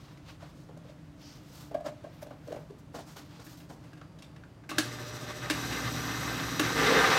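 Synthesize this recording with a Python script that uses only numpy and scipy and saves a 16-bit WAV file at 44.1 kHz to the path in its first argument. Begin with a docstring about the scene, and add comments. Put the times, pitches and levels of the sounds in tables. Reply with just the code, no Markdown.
"""A small kitchen, heard by a mono phone microphone. Hands rustle, slide a lid off the worktop and
press it onto a plastic blender jar, which knocks hollowly. Piano-key switches snap and the motor steps
through three speeds: mains buzz, shaft beats, brush whirr in the housing and, loudest at the end,
the blades churning the jar's contents. Under it all, house rumble and a fridge drone."""
import sys
import numpy as np
from scipy import signal
from scipy.fft import rfft, irfft, next_fast_len
from scipy.io import wavfile
from scipy.ndimage import uniform_filter1d

SR = 44100
rng = np.random.default_rng(int(sys.argv[2]) if len(sys.argv) > 2 else 0)


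def wav_record(signal):
    """Record a signal, one row per channel, as 16-bit PCM in the file named by sys.argv[1]."""
    frames = np.transpose(np.atleast_2d(signal))
    bounded = np.clip(frames, -1, 1)
    # unit amplitude maps onto the largest positive 16-bit level
    quanta = np.round(bounded * 32767).astype(np.int16)
    wavfile.write(sys.argv[1], SR, quanta)


N = 316638

# power on, three speeds, mix drops onto the blades:
# t/s, settling/s, then level/dB of whirr, churn, buzz, overtones, shaft beat, boom
MOTOR_STEPS = [(4.7, 0.022, -54.5, -46, -46, -55, -44.5, -65),
               (4.79, 0.02, -49.5, -48, -45.5, -59.5, -53.5, -57.5),
               (5.5, 0.029, -43, -41.5, -41.5, -65.5, -40.5, -56.5),
               (6.6, 0.025, -39.5, -34, -39, -63, -36.5, -45.5),
               (6.755, 0.05, -35.5, -25, -50, -60, -40, -38)]
# swells and dips, most as lumps load the blades: t/s, half-width/s, gain/dB of churn, buzz, beat, boom
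LOAD_LUMPS = [(5.3, 0.025, 7, 2, 5, 0), (5.46, .05, 6.5, 0, 7, -3), (5.72, 0.018, 2.5, 3.5, 1, 7),
              (5.78, 0.039, 3, -14, -1, 12), (5.87, 0.025, 4.5, 9, 2, 8), (6.32, 0.25, 3.5, -0.5, 1, 3.5),
              (6.74, 0.035, -2.5, -9, -0.5, -1.5), (6.92, 0.12, 0.5, 8, 4.5, 10)]


def motor():
    """Six layers settle to each step's levels; the slow blades labour once a turn until second speed."""
    t = np.arange(N) / SR
    levels_db = np.full((6, N), -90.)  # stopped
    for s, settle_s, *goal_db in MOTOR_STEPS:
        i = int(s * SR)
        goal = np.c_[goal_db]
        levels_db[:, i:] = goal + (levels_db[:, i:i + 1] - goal) * np.exp(-(t[i:] - s) / settle_s)
    for s, width_s, *gain_db in LOAD_LUMPS:
        levels_db[[1, 2, 4, 5]] += np.c_[gain_db] * np.exp(-((t - s) / width_s) ** 2)
    whirr_db, churn_db, buzz_db, overtone_db, beat_db, boom_db = levels_db
    throb_hz, crest_s, second_speed_s = 13.73, 5.3, MOTOR_STEPS[2][0]
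    throb = np.cos(2 * np.pi * throb_hz * (t - crest_s)) * (t < second_speed_s)
    return (undb(whirr_db + 2 * throb) * brush_whirr()
            + undb(churn_db) * blade_churn()
            + mains_buzz(buzz_db + 2 * throb, overtone_db + 4 * throb)
            + undb(beat_db) * shaft_beat()
            + undb(boom_db) * jar_boom())


# churn spectrum: f/Hz, density/dB
CHURN_SPECTRUM = [(24, -49), (40, -30), (85, -13), (264, -5), (377, -13), (455, -8), (561, -7),
                  (1190, -2.5), (1410, -2), (2100, -5.5), (2290, -9), (3700, -11), (6000, -22.5),
                  (7800, -52), (13200, -120)]
# loaded jar resonances: f/Hz, width/Hz, gain/dB
FULL_JAR_MODES = [(526, 25, 1), (780, 40, 1), (1195, 70, 2), (1566, 40, 3), (1790, 90, 0), (2046, 45, 4),
                  (2551, 40, 2), (3602, 25, 4), (3848, 40, 3)]


def blade_churn():
    """Blades churn the mix: coarse, flickering noise through the loaded jar."""
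    return resonate(colour(grit(3.44), CHURN_SPECTRUM, flicker_db=1.43, rate_hz=70), FULL_JAR_MODES)


# brush spectrum: f/Hz, density/dB
BRUSH_SPECTRUM = [(240, -71), (400, -5), (838, -10), (1180, -6), (2020, -20), (2210, -27), (2540, -13.5),
                  (3980, -8), (4370, -11), (5850, -9.5), (10400, -23), (12500, -18.5), (14500, -23.5),
                  (15900, -30)]
# housing resonances: f/Hz, width/Hz, gain/dB
HOUSING_MODES = [(1570, 90, 1), (2555, 130, 3), (3835, 50, 4), (4120, 60, 3), (4630, 50, -2),
                 (5020, 120, -1), (5630, 40, -1), (5880, 130, 5), (6590, 50, -1), (7110, 45, -1),
                 (7800, 100, 3), (8410, 90, 1), (8940, 160, 0), (13700, 120, -2)]
# whistle envelope: t/s, level/dB re whirr
WHISTLE_LEVELS = [(4.8, -26), (5.45, -22), (5.6, -16.5), (6.5, -15.5), (6.7, -22), (7.18, -25)]


def brush_whirr():
    """Brushes whirr in the housing, with a high whistle on top."""
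    whirr = resonate(colour(grit(0.97), BRUSH_SPECTRUM, flicker_db=0.3, rate_hz=25), HOUSING_MODES)
    whistle = unit(band(grit(0.97), 12270, 210))
    return whirr + undb(curve(WHISTLE_LEVELS)) * whistle


# buzz overtones: harmonic number, level/dB
BUZZ_OVERTONES = [(2, 4), (3, 4.5), (4, -9), (5, 8)]


def mains_buzz(buzz_db, overtone_db, buzz_hz=120):
    """The field buzzes at twice the mains frequency; level and phase waver."""
    phase = 2 * np.pi * buzz_hz * np.arange(N) / SR
    overtones = sum(undb(db + 1.7 * walk(60)) * np.sin(k * phase + 0.77 * walk(40))
                    for k, db in BUZZ_OVERTONES)
    fundamental = undb(buzz_db + 2 * walk(25)) * np.sin(phase + .5 * walk(20))
    return fundamental + undb(overtone_db) * overtones


# worktop resonances: f/Hz, width/Hz, level/dB
WORKTOP_MODES = [(64, 9, -2), (167, 37, 2), (274.4, 56, 6)]


def shaft_beat(shaft_hz=40.4):
    """One uneven beat a turn, over a loose rumble, shakes the worktop."""
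    turns = np.cumsum(shaft_hz * (1 + 0.01038 * walk(6))) / SR
    beats = np.diff(np.floor(turns), prepend=0) * undb(0.63 * rng.standard_normal(N))
    shake = unit(beats) + undb(3.5) * rng.standard_normal(N)
    return unit(sum(undb(db) * steep(shake, hz, 1.5 * width) * np.sqrt(50 / width)
                    for hz, width, db in WORKTOP_MODES))


def jar_boom():
    """The air over the mix booms in one low band."""
    return unit(steep(grit(3.0), 451, 109))


# finger taps and switch snaps: t/s, level/dB, f/Hz, thump/dB rel., snap/dB rel., t60/s
BASE_CLICKS = [(0.172, -49, 2140, -19, -16, 0.045), (0.2833, -50, 1400, -24, -6, 0.08),
               (3.4639, -48.5, 1690, 2, -6, 0.048), (3.523, -56, 1200, -21, -11, 0.067),
               (3.601, -57, 1980, -13, 2, 0.098), (3.8364, -60, 1150, -4, -0.5, 0.2),
               (3.9303, -46, 1560, -6, -9, 0.046), (3.953, -60, 1500, -15, -25, 0.036),
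               (3.973, -50.5, 1900, -16, -9, 0.052), (4.0123, -35, 1290, -36, -36, 0.036),
               (4.186, -52, 3520, -22, -16, 0.081), (4.2215, -43, 3300, -18, -8, 0.047),
               (4.243, -53, 3550, -20, -20, 0.05), (4.361, -46.5, 1900, -3, -12, 0.045),
               (4.435, -47, 1550, -23, -27, 0.049), (4.636, -48, 1580, -10, -25, 0.046),
               (4.691, -37, 2120, -5, -1, 0.096), (4.704, -36.5, 3020, -19, -2, 0.059),
               (4.712, -29, 1170, -7, -27, 0.053), (4.782, -22.5, 3620, -1.5, 2.5, 0.058),
               (5.4991, -18, 2340, -12.5, -4.5, 0.033), (5.506, -24.5, 2070, -6, -1, 0.05),
               (5.7244, -29, 2400, -18, -20, 0.067), (6.5945, -19, 1440, -6.5, 0.5, 0.04)]
# motor base resonances: f/Hz, width/Hz, gain/dB
BASE_MODES = [(553, 360, 12), (1120, 60, 5), (1560, 140, 7.5), (2620, 150, 3.5), (3510, 62, -5.5),
              (5150, 430, -3.5)]
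# ringing keys and plastic parts: t/s, peak/dB, f/Hz, t60/s
KEY_PINGS = [(3.931, -53, 1540, 0.02), (4.014, -45, 1150, .015), (4.243, -52, 3560, 0.027),
             (4.436, -46, 1480, 0.014), (4.637, -50, 1630, .012), (4.7828, -19, 1610, 0.014),
             (5.4995, -25, 1630, .015), (5.723, -33, 2040, .02), (6.5945, -27, 3850, .012)]


def clicks():
    """Taps and switches rattle the plastic base and thump the worktop; small parts ping."""
    out = np.zeros(N)
    thump = blow([(314, 0, 0.081)], push_s=0.005)
    for s, db, hz, thump_db, snap_db, t60_s in BASE_CLICKS:
        rattle = burst(t60_s, rise_s=0.0018)
        body = steep(rattle, hz, 2 * hz) + steep(rattle, hz, 0.33 * hz)
        clack = undb(-1.5) * body + undb(snap_db) * band(rattle, 2300, 5800)
        base = sum(undb(gain_db) * band(clack, f, width) for f, width, gain_db in BASE_MODES)
        add(out, s, undb(db) * (clack + undb(-3.5) * base + undb(thump_db) * thump))
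    for s, db, hz, t60_s in KEY_PINGS:
        add(out, s, undb(db) * blow([(hz, 0, t60_s)], push_s=0.0016))
    return out


# lid and hand on the jar: t/s, level/dB, hollow f/Hz, thud/dB rel., crack/dB rel.
JAR_KNOCKS = [(0.428, -36, 674, -9.5, -27), (0.693, -40.5, 500, -2, -27), (0.773, -42, 607, -5.5, -13),
              (0.853, -46, 515, -24, -28), (0.896, -43, 602, -17, -18), (1.717, -34.5, 650, -5.5, -23),
              (1.75, -20.5, 639, -36, -48), (1.775, -38, 683, -22, -31), (1.808, -33.5, 674, -23, -21),
              (1.85, -33.5, 633, -22, -27), (1.866, -25, 597, -14, -31), (1.889, -36, 660, -22, -29),
              (1.924, -40, 630, -22, -28), (2.045, -32, 626, -11, -31), (2.071, -42, 660, -27, -27),
              (2.228, -34.5, 610, -27, -10.5), (2.269, -39, 606, -5.5, -15), (2.312, -34.5, 575, -4, -30),
              (2.475, -39.5, 510, -12, -9), (2.485, -33.5, 602, -11, -28), (2.509, -34, 470, -18, -30),
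              (2.525, -25.5, 640, -9, -19.5), (2.545, -33.5, 633, -20, -28), (2.565, -28.5, 617, -7.5, -30),
              (2.706, -36, 396, -18, -23), (2.948, -33.5, 570, 1.5, -23), (2.966, -36, 620, -3, -20),
              (2.99, -34, 660, -6, -11), (3.166, -44, 640, 1, 0), (3.398, -44, 445, 0, -6),
              (3.703, -37, 484, -2, -16)]
# jar modes: ratio to hollow pitch, level/dB, t60/s
JAR_MODES = [(.97, 11.5, 0.011), (1.04, -11, 0.073), (1.0, 6, 0.026), (.45, -4, 0.04), (.75, -21, 0.03),
             (1.8, -20, 0.014), (2.55, -15, 0.02)]


def knocks(palm_s=.012):
    """Soft, scuffing blows ring the air and walls of the jar; each hold gives another pitch."""
    out = np.zeros(N)
    for s, db, hz, thud_db, crack_db in JAR_KNOCKS:
        ring = blow([(hz * ratio, mode_db, t60_s) for ratio, mode_db, t60_s in JAR_MODES], palm_s)
        ring *= undb(-1.5 - .7 * max(thud_db + 16, 0))  # a flat hand thuds more and damps the ring
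        scuff = undb(7) * band(burst(0.038, palm_s / 2), hz, 320)
        thud = undb(thud_db) * peak(steep(burst(0.081, palm_s / 2), 350, 590))
        crack = undb(crack_db) * peak(steep(burst(0.023, 0.0013), 3600, 8300))
        add(out, s - .6 * palm_s, undb(db) * (ring + scuff + thud))  # the palm presses before the crack
        add(out, s, undb(db) * crack)
    return out


# hand, sleeve and lid strokes: peak t/s, rise/s, fall/s, level/dB, f/Hz, sizzle/dB rel., drag/dB rel.
RUB_STROKES = [(0.02, 0.14, 0.14, -61, 3850, -14, -1), (0.11, 0.082, 0.082, -62, 3600, -17, 3),
               (0.18, .05, .06, -70, 3500, -19, -7), (0.3, 0.065, 0.063, -53.5, 3460, -18, -2.5),
               (0.42, 0.03, 0.11, -59.5, 3900, -16, 6), (0.5, 0.058, 0.045, -63, 3650, -11, -6),
               (0.6, 0.086, 0.11, -63.5, 4600, -13, -7), (0.9, 0.08, 0.045, -61.5, 3360, -16, 0),
               (1.22, 0.037, 0.35, -58, 3000, -13, -6), (1.3, 0.11, 0.2, -62, 5400, -10, 0),
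               (1.56, 0.1, 0.18, -58.5, 4630, -7, -5), (1.62, 0.16, 0.076, -53, 4930, -8, -3),
               (1.863, 0.017, 0.045, -50, 4800, -17, 7), (1.9, .05, 0.25, -66, 4000, -18, 2),
               (2.06, 0.092, 0.16, -67, 3450, -21, 7), (2.15, 0.076, 0.26, -65, 3400, -9, -3),
               (2.222, 0.01, 0.03, -56, 5200, -2, 6), (2.32, .1, .07, -69, 3400, -12, -2),
               (2.52, 0.14, 0.18, -62.5, 4020, -9, 4), (2.79, .012, 0.033, -65, 5380, -8, -14),
               (2.955, 0.02, 0.073, -49.5, 4840, -12, 0), (3.0, .03, 0.071, -55, 4170, -19, -2),
               (3.085, 0.042, 0.17, -56, 5400, -10, -1), (3.17, 0.016, 0.079, -51.5, 3970, -11, -1),
               (3.27, .1, .3, -65, 4000, -12, -3), (3.36, 0.11, 0.048, -58, 3600, -18, -1),
               (3.402, 0.0079, 0.063, -55.5, 4500, -16, -1.5), (3.447, 0.0089, .06, -55, 5000, -4, -8),
               (3.47, .01, 0.055, -56.5, 5000, -10, -3), (3.497, .01, .06, -55, 5000, -6, -7),
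               (3.527, 0.022, 0.054, -55, 5000, -9, -2.5), (3.577, 0.0093, .06, -57.5, 4800, -6, -5),
               (3.605, .01, 0.066, -58.5, 4600, -8, -1.5), (3.7, .015, 0.086, -58, 5250, -12, -6),
               (3.85, 0.12, 0.3, -67, 3870, -16, 2)]


def rustle(slope_db=20, rounding=.3):
    """Cloth and skin friction: strokes of crackling noise, with sizzle above and drag below."""
    s, rise_s, fall_s, db, hz, sizzle_db, drag_db = np.transpose(RUB_STROKES)[:, :, None]
    t = np.arange(N) / SR - s
    from_peak = np.maximum(-t / rise_s, t / fall_s)
    swells = undb(db - 3 - slope_db * (np.hypot(from_peak, rounding) - rounding))

    def envelope(gain_db):
        """Power sum of the strokes, each at its own gain."""
        return np.sqrt(undb(2 * gain_db).T @ swells ** 2)[0]

    rub = sum(envelope(-4 - 20 * np.log2(hz / f) ** 2) * unit(steep(grit(2.3), f, 0.81 * f))
              for f in 2100 * 1.32 ** np.arange(5))
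    sizzle = envelope(sizzle_db) * unit(steep(grit(4.3), 13300, 6200))
    drag = envelope(drag_db) * unit(steep(grit(2.6), 1040, 1280))
    flicker = undb(.4 * walk(30) + walk(130))
    return flicker * (rub + sizzle + drag)


# lid resonances: f/Hz, width/Hz, gain/dB
LID_MODES = [(4800, 1400, 0), (5750, 1400, -1), (3030, 600, -3)]


def lid_slide(peak_s=1.277, rise_s=0.065, fall_s=0.1, level_db=-58):
    """The lid slides off the worktop: a smooth hiss through its resonances."""
    t = np.arange(N) / SR - peak_s
    swell = np.exp(-(t / np.where(t < 0, rise_s, fall_s)) ** 2)
    hiss = sum(undb(db) * steep(rng.standard_normal(N), hz, width) for hz, width, db in LID_MODES)
    return undb(level_db) * swell * unit(hiss)


# rumble and hiss spectrum: f/Hz, density/dB
ROOM_SPECTRUM = [(15, -57), (25, -9), (87, -4.5), (161, 1), (190, -9.5), (300, -11.5), (335, -16),
                 (427, -20), (623, -17.5), (752, -22.5), (1160, -24.5), (2040, -31), (7280, -42.5),
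                 (15900, -53.5)]
# fridge drone: f/Hz, width/Hz, level/dB
FRIDGE_BANDS = [(155.4, 15, -60), (296.2, 11.6, -60.5)]
# whine envelope: t/s, level/dB
WHINE_LEVELS = [(0, -96), (3.6, -93), (4.1, -80), (4.7, -81)]


def room_tone(floor_db=-52, whine_hz=4740):
    """House rumble, microphone hiss, a fridge droning in narrow bands and a faint thin whine."""
    drone = sum(undb(db) * unit(band(rng.standard_normal(N), hz, width))
                for hz, width, db in FRIDGE_BANDS)
    whine = undb(curve(WHINE_LEVELS) + 3 * walk(23)) * np.sin(2 * np.pi * whine_hz * np.arange(N) / SR)
    floor = colour(rng.standard_normal(N), ROOM_SPECTRUM, flicker_db=0.59, rate_hz=7.5)
    return undb(floor_db) * floor + drone + whine


def undb(db):
    """dB to gain."""
    return 10 ** (np.asarray(db) / 20)


def unit(x):
    """Scaled to rms 1."""
    return x / np.sqrt(np.mean(x ** 2))


def peak(x):
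    """Scaled to peak 1."""
    return x / abs(x).max()


def band(x, hz, width_hz):
    """Resonance, gain 1 at centre."""
    return signal.lfilter(*signal.iirpeak(hz, hz / width_hz, fs=SR), x)


def steep(x, hz, width_hz):
    """Resonance applied twice, for steeper flanks."""
    return band(band(x, hz, width_hz), hz, width_hz)


def resonate(x, modes):
    """Input plus its resonances; rms 1."""
    return unit(x + sum(undb(db) * band(x, hz, width) for hz, width, db in modes))


def walk(rate_hz):
    """Random steps, smoothed twice; spread near 1."""
    hold = int(SR / rate_hz)
    steps = np.repeat(rng.standard_normal(N // hold + 1), hold)
    return 1.496 * uniform_filter1d(uniform_filter1d(steps, hold), hold)[:N]


def curve(points):
    """(t/s, value) points interpolated per sample."""
    return np.interp(np.arange(N) / SR, *np.transpose(points))


def colour(x, spectrum, flicker_db, rate_hz):
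    """Spectral shaping with independent level flicker per octave; rms 1."""
    size = next_fast_len(N)
    hz = np.arange(1, size // 2 + 2) * SR / size
    point_hz, point_db = np.transpose(spectrum)
    shaped = rfft(x, size) * undb(np.interp(np.log(hz), np.log(point_hz), point_db))
    octave = np.log2(hz / 60).clip(0, 8)
    parts = (irfft(shaped * (1 - abs(octave - k)).clip(0), size)[:N] for k in range(9))
    return unit(sum(undb(flicker_db * walk(rate_hz)) * part for part in parts))


def grit(scatter_db):
    """Dense noise with occasional larger grains; rms 1."""
    return unit(rng.standard_normal(N) * undb(scatter_db * rng.exponential(size=N).clip(0, 5)))


def blow(modes, push_s):
    """Modes (f/Hz, level/dB, t60/s) swell during the push, then decay; peak 1."""
    t = np.arange(SR // 4) / SR
    released_s = (t - push_s).clip(0)
    ring = sum(undb(db) * np.sin(2 * np.pi * hz * t) * 1000. 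** (-released_s / t60_s)
               for hz, db, t60_s in modes)
    return peak(ring * np.sin(np.pi / 2 * (t / push_s).clip(0, 1)) ** 2)


def burst(t60_s, rise_s):
    """White noise, fast rise, exponential decay."""
    t = np.arange(SR // 4) / SR
    return rng.standard_normal(len(t)) * 1000. ** (-t / t60_s) * (1 - np.exp(-t / rise_s))


def add(out, s, x):
    """Mixes x into out at time s."""
    i = int(s * SR)
    out[i:i + len(x)] += x[:N - i]


def scene():
    """Knocks and clicks echo off the tiles; steady sounds carry the room in their spectra."""
    hits = knocks() + clicks()
    room = band(burst(t60_s=0.28, rise_s=0.001), 1600, 13700)
    echo = signal.fftconvolve(hits, room / np.sqrt(np.sum(room ** 2)))[:N]
    return np.tile(hits + undb(-6) * echo + rustle() + lid_slide() + motor() + room_tone(), (2, 1))


def record(dry):
    """Phone microphone: bass cut, dip at its port, soft clipping, steep top cut."""
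    x = signal.sosfilt(signal.butter(3, 48, "high", fs=SR, output="sos"), dry)
    x = x - 0.23 * band(x, 10250, 510)
    x = np.tanh(1.593 * x) / 1.415
    return signal.sosfilt(signal.ellip(10, .2, 80, 15830, fs=SR, output="sos"), x)


dry = scene()
out = record(dry)
wav_record(out)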